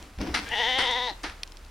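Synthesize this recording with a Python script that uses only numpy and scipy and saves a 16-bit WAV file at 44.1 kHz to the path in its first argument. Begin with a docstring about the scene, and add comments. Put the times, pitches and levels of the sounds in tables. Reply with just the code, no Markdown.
"""A lamb close by gives one long, quavering bleat, its sound leaning a little to the left: rasped pulses ring
five resonances. A walker on gritty earth gives dull scuffs (filtered grains), then three crunching steps (grain
bursts), with low thuds (decaying sines). Short ticks (damped modes and a crack) are mostly small stones. Under
it all lie a low hum (wavering sine), faint outdoor air (filtered noise) and sparse gritty clicks."""
import sys
import numpy as np
from scipy import signal
from scipy.fft import rfft, irfft
from scipy.io import wavfile
from scipy.ndimage import uniform_filter1d

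SR = 44100
rng = np.random.default_rng(int(sys.argv[2]) if len(sys.argv) > 2 else 0)


def store_pcm(level_fs):
    """Save levels as 16-bit WAV."""
    pcm = np.round(np.clip(level_fs, -1, 1) * 32767).astype(np.int16)
    wavfile.write(sys.argv[1], SR, np.atleast_2d(pcm).T)


N = 74970
T = np.arange(N) / SR
HZ = np.maximum(np.fft.rfftfreq(2 * N, 1 / SR), 1)


def from_db(db):
    """Decibels to gain."""
    return 10 ** (np.asarray(db) / 20)


def rms_one(x):
    """Scale to unit power."""
    return x / np.sqrt(np.mean(x ** 2) + 1e-20)


def in_time(rows):
    """Join (t/s, value) points by straight lines."""
    return np.interp(T, *np.transpose(rows))


def at_hz(points):
    """Join (f/Hz, value) points on a log-frequency axis."""
    hz, value = np.transpose(points)
    return np.interp(np.log(HZ), np.log(hz), value)


def colour(x, gain):
    """Filter by a smooth gain per frequency."""
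    return irfft(rfft(x, 2 * N) * gain)[..., :N]


def low_cut(x, hz):
    """Thin out the bass with a second-order high-pass."""
    return signal.sosfilt(signal.butter(2, hz, "high", fs=SR, output="sos"), x + 1e-18)


def pan(left_right_db):
    """Left and right gains for a level difference."""
    return from_db(np.array([[.5], [-.5]]) * left_right_db)


def drift(rate_hz):
    """Smoothed noise of spread 1, falling off above rate_hz."""
    return rms_one(colour(rng.standard_normal(N), 1 / (1 + (HZ / rate_hz) ** 2)))


def swell(start_s, attack_s, t60_s):
    """A straight rise, then an exponential fall."""
    rise = np.clip((T - start_s) / attack_s, 0, 1)
    return rise * from_db(-60 * np.maximum(T - start_s - attack_s, 0) / t60_s)


def sine(hz, t):
    """A sine at time t, starting from zero phase."""
    return np.sin(2 * np.pi * hz * t)


def grains(per_s, spread_db):
    """Two trains of random clicks of uneven size and random sign."""
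    sizes = from_db(spread_db * np.minimum(rng.exponential(1, (2, N)), 4))
    signs = rng.choice([-1, 1], (2, N))
    return sizes * signs * (rng.random((2, N)) < per_s / SR)


# Stereo likeness: f/Hz, left-right likeness [0-1]
LIKENESS = [(60, 1), (300, .988), (1000, 0.72), (3000, 0.78), (5000, 0.92), (8000, 0.15), (15000, 0.68)]


def spread(pair, spectrum_db):
    """Colour two unrelated signals and mix to the left-right likeness at each frequency; rms 1."""
    alike = np.clip(at_hz(LIKENESS), 0, 1)
    mid, side = colour(pair, from_db(spectrum_db) * np.sqrt([1 + alike, 1 - alike]))
    return rms_one(np.array([mid + side, mid - side]))


# Air spectrum: f/Hz, relative level/dB per Hz
AIR = [(20, 7), (45, 4), (70, 12.5), (130, -3), (300, -2.5), (600, -5), (950, -3.5), (1500, -6),
       (3000, -10), (5000, -14.5), (7500, -17), (11000, -21), (16000, -30)]
# Air: t/s, level/dB
AIR_LEVEL = [(0, -46.5), (.13, -52.5), (.45, -43), (1.2, -49), (1.45, -51), (1.7, -52)]
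# Hum: t/s, level/dB
HUM_LEVEL = [(0, -53.5), (.7, -52), (1.1, -47.5), (1.7, -48)]
# Gritty clicks and the crack of a tick: f/Hz, relative level/dB per Hz
GRIT = [(500, 4), (2000, -3.5), (5000, 4), (7500, -11), (10000, -3), (16000, -48)]
HUM_HZ, HUM_WAVER_FRACTION, HUM_WAVER_HZ = 36.3, .05, 5.2
GRIT_DB, GRIT_PER_S = -66, 69


def background():
    """Outdoor air as shaped noise, a frequency-wavering hum and sparse random clicks like loose grit."""
    air = from_db(in_time(AIR_LEVEL)) * spread(rng.standard_normal((2, N)), at_hz(AIR))
    hum_hz = HUM_HZ * (1 + HUM_WAVER_FRACTION * drift(HUM_WAVER_HZ))
    hum = np.sqrt(2) * np.sin(2 * np.pi * np.cumsum(hum_hz) / SR)
    grit = spread(grains(GRIT_PER_S, spread_db=0), at_hz(GRIT))
    return air + from_db(in_time(HUM_LEVEL)) * hum + from_db(GRIT_DB) * grit


# Dull rustles, soft low air at the start, then scuffs of a sole: t/s, level/dB, attack/s, t60/s
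RUSTLES = [(0, -50, 0.0059, 1), (0.183, -40, .002, 0.31), (.2, -31, .012, 0.39), (.25, -38.5, 0.025, 0.93),
           (.385, -41, 0.0091, 0.064), (.452, -56, 0.0065, .1), (1.1, -44.5, 0.013, 0.12),
           (1.238, -47, 0.0073, 0.13)]
# Rustle spectrum: f/Hz, relative level/dB per Hz
RUSTLE = [(50, -7), (130, -8), (200, -1), (310, 3.5), (430, -8), (900, -10.5), (1300, -17.5), (2400, -18.5),
          (4200, -25.5), (5600, -22.5), (6800, -38), (15000, -47)]
GRAINS_PER_S, GRAIN_SPREAD_DB = 9000, 1.5  # also for the footfalls


def rustles():
    """Soft low air, then a sole dragging dully over packed earth: dense grains under decaying envelopes."""
    rub = spread(grains(GRAINS_PER_S, GRAIN_SPREAD_DB), at_hz(RUSTLE))
    envelope = sum(from_db(db) * swell(s, attack_s, t60_s) for s, db, attack_s, t60_s in RUSTLES)
    return pan(1.0) * rub * envelope


# Weight thuds: t/s, level/dB, t60/s
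THUDS = [(.002, -49, 0.67), (.176, -29, 0.15), (0.198, -25.5, 0.15), (0.296, -30.5, 0.29),
         (0.783, -35, 0.13), (1.285, -46, 0.24)]
THUD_HZ, THUD_ATTACK_S = 62.2, 0.0056


def thuds():
    """Low, damped sine bumps of the walker's weight."""
    out = 0
    for s, db, t60_s in THUDS:
        out = out + from_db(db) * swell(s, THUD_ATTACK_S, t60_s) * sine(THUD_HZ, T - s)
    return out


# Short ticks: stones, and at 0.91 s probably a sharp pulse of the bleat
# t/s, level/dB (before the halving of each tick), main ring f/Hz, left-right/dB
TICKS = [(0.0266, -30, 5500, 0), (0.1871, -31, 2590, 4), (0.2143, -23.5, 4820, 8), (0.273, -28.5, 2380, 9),
         (.4895, -27.5, 6950, -3), (0.823, -26, 6440, -1), (0.9129, -30, 6660, 20), (1.2333, -26, 6530, 0),
         (1.2977, -23, 2680, 2), (1.433, -12, 4234, -2), (1.476, -33.5, 5470, 4), (1.5208, -31, 5330, 7.5),
         (1.5705, -30, 4300, -6.5), (1.649, -41, 4780, 12)]
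# Tick modes: ratio to main ring, level/dB, t60/s
TICK_MODES = [(.47, -18, 0.023), (.58, -10, 0.015), (.78, -5, 0.0067), (1, 0, .005), (1.3, -7, 0.0079),
              (2.1, -25, 0.0069)]
CRACK_DB, CRACK_T60_S, TICK_LOW_HZ = -7.5, 0.014, 1470


def ticks():
    """Each tick is a tiny noise crack and a few short modes, as of a small stone, with the bass cut."""
    out = 0
    for s, db, hz, pan_db in TICKS:
        age_s = np.clip(T - s, 0, .2)
        modes = 0
        for k, (ratio, mode_db, t60_s) in enumerate(TICK_MODES):
            decay = from_db(mode_db - 60 * age_s / t60_s)
            modes = modes + (-1) ** k * decay * sine(hz * ratio, age_s)
        crack = spread(rng.standard_normal((2, N)), at_hz(GRIT)) * from_db(CRACK_DB - 60 * age_s / CRACK_T60_S)
        out = out + from_db(db) * pan(pan_db) * (T > s) * (modes + crack) / 2
    return low_cut(out, TICK_LOW_HZ)


# Footfalls: t/s, level/dB, t60/s, tail level/dB, treble tilt/dB per octave, left-right/dB
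STEPS = [(0.339, -22, .14, -7.5, 3, 2.5), (0.781, -24.5, 0.31, -8, 2.2, 2),
         (1.234, -29.5, 0.26, -12.5, 1.6, 0.3)]
# Crunch spectrum, before tilt: f/Hz, relative level/dB per Hz
CRUNCH = [(50, 9), (130, -11), (300, 5.5), (600, -5.5), (880, 1.5), (1080, -3.5), (1330, 2), (2000, 0),
          (3000, -9), (4200, -9), (5500, -13.5), (7300, -29), (9300, -25), (12000, -42.5), (16000, -55)]
STEP_ATTACK_S, STEP_TAIL_T60_S, TILT_PIVOT_HZ = 0.0066, .42, 2000
SETTLE_PER_S, SETTLE_SPREAD_DB = 910, 3.5


def footsteps():
    """Each footfall crushes a dense burst of grit; sparser grains settle under a longer decay."""
    out = 0
    for s, db, t60_s, tail_db, tilt_db, pan_db in STEPS:
        spectrum_db = at_hz(CRUNCH) + tilt_db * np.log2(HZ / TILT_PIVOT_HZ)
        crush = spread(grains(GRAINS_PER_S, GRAIN_SPREAD_DB), spectrum_db)
        crush = crush * swell(s, STEP_ATTACK_S, t60_s)
        settle = spread(grains(SETTLE_PER_S, SETTLE_SPREAD_DB), spectrum_db)
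        settle = settle * swell(s, STEP_ATTACK_S, STEP_TAIL_T60_S)
        out = out + from_db(db) * pan(pan_db) * (crush + from_db(tail_db) * settle)
    return out


def resonate(x, hz, width_hz, boost_db, size=128):
    """Lift or sink a gliding resonance, retuned once per block."""
    r, rung, state = np.exp(-np.pi * width_hz / SR), np.zeros(N), np.zeros(2)
    for i in range(0, N, size):
        poles = [1, -2 * r * np.cos(2 * np.pi * hz[i] / SR), r * r]
        rung[i:i + size], state = signal.lfilter([1, 0, -1], poles, x[i:i + size], zi=state)
    return x + (from_db(boost_db) - 1) * (1 - r * r) / 2 * rung


SMEAR_HZ, SMEAR_WIDTH_HZ = 2800, 1400


def smear(x):
    """The mouth's all-pass resonance spreads each pulse over a fraction of a millisecond."""
    r = np.exp(-np.pi * SMEAR_WIDTH_HZ / SR)
    poles = [1, -2 * r * np.cos(2 * np.pi * SMEAR_HZ / SR), r * r]
    return signal.lfilter(poles[::-1], poles, x)


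# Pitch with its quaver: t/s, f/Hz
PITCH = [(.45, 227.7), (.48, 233.8), (.505, 212.1), (.539, 245.8), (.555, 205.3), (.573, 207),
         (.605, 249.4), (.633, 219.4), (.657, 227.4), (.681, 251.5), (.699, 257.7), (.733, 251.2),
         (.775, 268.5), (.799, 241.7), (.835, 269.8), (.869, 232.2), (.899, 257), (.933, 229.3),
         (.976, 256.4), (1.001, 241.2), (1.025, 251.5), (1.071, 245.9), (1.111, 191.3)]
# Rasp: t/s, amount [0-1]
RASP = [(.48, 1), (.53, 0.65), (.61, 0.54), (.7, 0.47), (.78, .22), (.87, 0.62), (.97, 0.39), (1.06, 0.37),
        (1.1, 0.75)]
JITTER_PER_RASP, JITTER_HZ = .05, 260  # pitch fraction; noise corner
UNEVEN_DB, UNEVEN_HZ, RASP_LOW_HZ = 2, 200, 890  # treble spread per unit rasp; noise corner; rasp low cut


def vocal_folds(pitch_hz):
    """Jittered harmonic pulses, uneven in the treble, and steady breathy noise that swells with each cycle."""
    rasp = np.clip(in_time(RASP), 0, 1)
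    jitter = drift(JITTER_HZ)
    jitter = jitter - uniform_filter1d(jitter, size=300)
    phase = 2 * np.pi * np.cumsum(pitch_hz * (1 + JITTER_PER_RASP * rasp * jitter)) / SR
    pulses = rms_one(sum(np.cos(k * phase) for k in range(1, 56)))
    breath = rms_one(rng.standard_normal(N) * (4 + np.cos(phase)) ** 2)
    uneven = pulses * np.tanh(from_db(UNEVEN_DB * rasp * drift(UNEVEN_HZ)) - 1)
    return pulses + colour(uneven + rasp * breath, 1 / (1 + (RASP_LOW_HZ / HZ) ** 4))


# Vocal-fold spectrum: f/Hz, relative level/dB
FOLDS = [(120, -34), (250, 8), (500, 3.5), (800, 4.5), (1300, -3.5), (2000, -0.5), (3000, 5.5), (4400, 1.5),
         (5900, 2.5), (7200, -11), (10000, -18.5), (15000, -32)]
# Nasal dips: f/Hz, width/Hz, boost/dB
NASAL_DIPS = [(1148, 254, -9), (2460, 360, -5.5)]
# Throat and mouth: t/s, then f/Hz and boost/dB for each of five resonances
THROAT = [(.48, 457, 17, 840, 4.6, 1610, 28, 2320, 16, 3320, 9.4),
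          (.52, 455, 10.3, 850, 26, 1930, 34, 2880, 13.5, 3300, 10.2),
          (.58, 467, 10.3, 842, 22.4, 1905, 24.2, 2930, 12.8, 3570, 15.3),
          (.64, 455, 11.5, 906, 25.3, 1933, 26, 3100, 10.4, 3560, 14),
          (.72, 470, 12.2, 854, 23, 1952, 27.8, 3060, 10.6, 3600, 15.6),
          (.83, 477, 11.2, 920, 30, 2026, 24, 3140, 14.8, 3600, 15),
          (.87, 486, 13.5, 960, 27.6, 2000, 22.5, 3090, 11.3, 3650, 17.6),
          (.935, 460, 11.7, 924, 25.4, 2003, 22.7, 3530, 11, 3690, 13),
          (.98, 480, 9.6, 935, 34.4, 1943, 22, 3350, 9.4, 3750, 17.8),
          (1.061, 470, 10.6, 941, 27.7, 1973, 17.2, 3720, 2.7, 3676, 19.8),
          (1.109, 477, 6.6, 843, 32, 1910, 19, 3800, 4.4, 4140, 19.6)]
# Width/Hz of each throat resonance
THROAT_WIDTH_HZ = [79, 102, 116, 213, 261]
# Boost per pitch rise/dB per Hz, for each throat resonance
QUAVER_DB_PER_HZ = [0.26, 0.09, 0.14, 0, 0]
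# Effort: t/s, level/dB (before shimmer and pan)
EFFORT = [(.44, -71), (.465, -40.5), (.504, -40.5), (.516, -31), (.538, -25.5), (.568, -29), (.594, -25),
          (.70, -25.5), (.77, -26.5), (.84, -26), (.95, -27), (1.04, -29.5), (1.102, -30.5), (1.118, -43),
          (1.14, -55)]
# Lamb balance: f/Hz, left-right/dB
LAMB_PAN = [(200, 3), (400, 0.5), (800, 2.5), (1300, 3), (2400, 5), (4400, 4), (8000, 2.5), (15000, 13)]
VOICE_LOW_HZ, SHIMMER_DB, SHIMMER_HZ = 233, 0.3, 67


def bleat():
    """Rasped fold pulses ring the throat; the quaver in pitch flutters its resonances."""
    pitch_hz = in_time(PITCH)
    quaver_hz = pitch_hz - uniform_filter1d(pitch_hz, size=3000)
    source = colour(vocal_folds(pitch_hz), from_db(at_hz(FOLDS)))
    voice = smear(low_cut(source, VOICE_LOW_HZ))
    for hz, width_hz, dip_db in NASAL_DIPS:
        voice = resonate(voice, np.full(N, hz), width_hz, dip_db)
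    s, *columns = np.transpose(THROAT)
    resonances = zip(columns[::2], columns[1::2], THROAT_WIDTH_HZ, QUAVER_DB_PER_HZ)
    for hz, boost_db, width_hz, flutter in resonances:
        fluttered_db = np.interp(T, s, boost_db) + flutter * quaver_hz
        voice = resonate(voice, np.interp(T, s, hz), width_hz, fluttered_db)
    # level the voice, then impose the effort
    power = uniform_filter1d(uniform_filter1d(voice ** 2, size=700), size=700)
    level_db = in_time(EFFORT) + SHIMMER_DB * drift(SHIMMER_HZ)
    voice = voice / np.sqrt(power + 1e-12) * from_db(level_db)
    sounding = (T > EFFORT[0][0]) * (T < EFFORT[-1][0])
    return colour(voice * sounding, pan(at_hz(LAMB_PAN)))


YARD_DB, YARD_T60_S, YARD_DELAY_S, YARD_ATTACK_S, YARD_LOW_HZ = -13, 0.25, 0.011, .004, 530


def yard(x):
    """Faint scatter from the bank, trees and sheds: convolution with delayed, decaying noise."""
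    echo = rng.standard_normal((2, N)) * swell(YARD_DELAY_S, YARD_ATTACK_S, YARD_T60_S)
    echo /= np.sqrt(np.mean(np.sum(echo ** 2, axis=1)))
    return from_db(YARD_DB) * signal.fftconvolve(low_cut(x, YARD_LOW_HZ), echo, axes=1)[:, :N]


def scene():
    """The lamb and the walker in the open yard."""
    near = rustles() + footsteps() + bleat()
    return background() + thuds() + ticks() + near + yard(near)


CUTOFF_HZ = 16000


def record(dry):
    """Cut the top steeply with an elliptic low-pass."""
    return signal.sosfilt(signal.ellip(10, .1, 80, CUTOFF_HZ, fs=SR, output="sos"), dry)


dry = scene()
out = record(dry)
store_pcm(out)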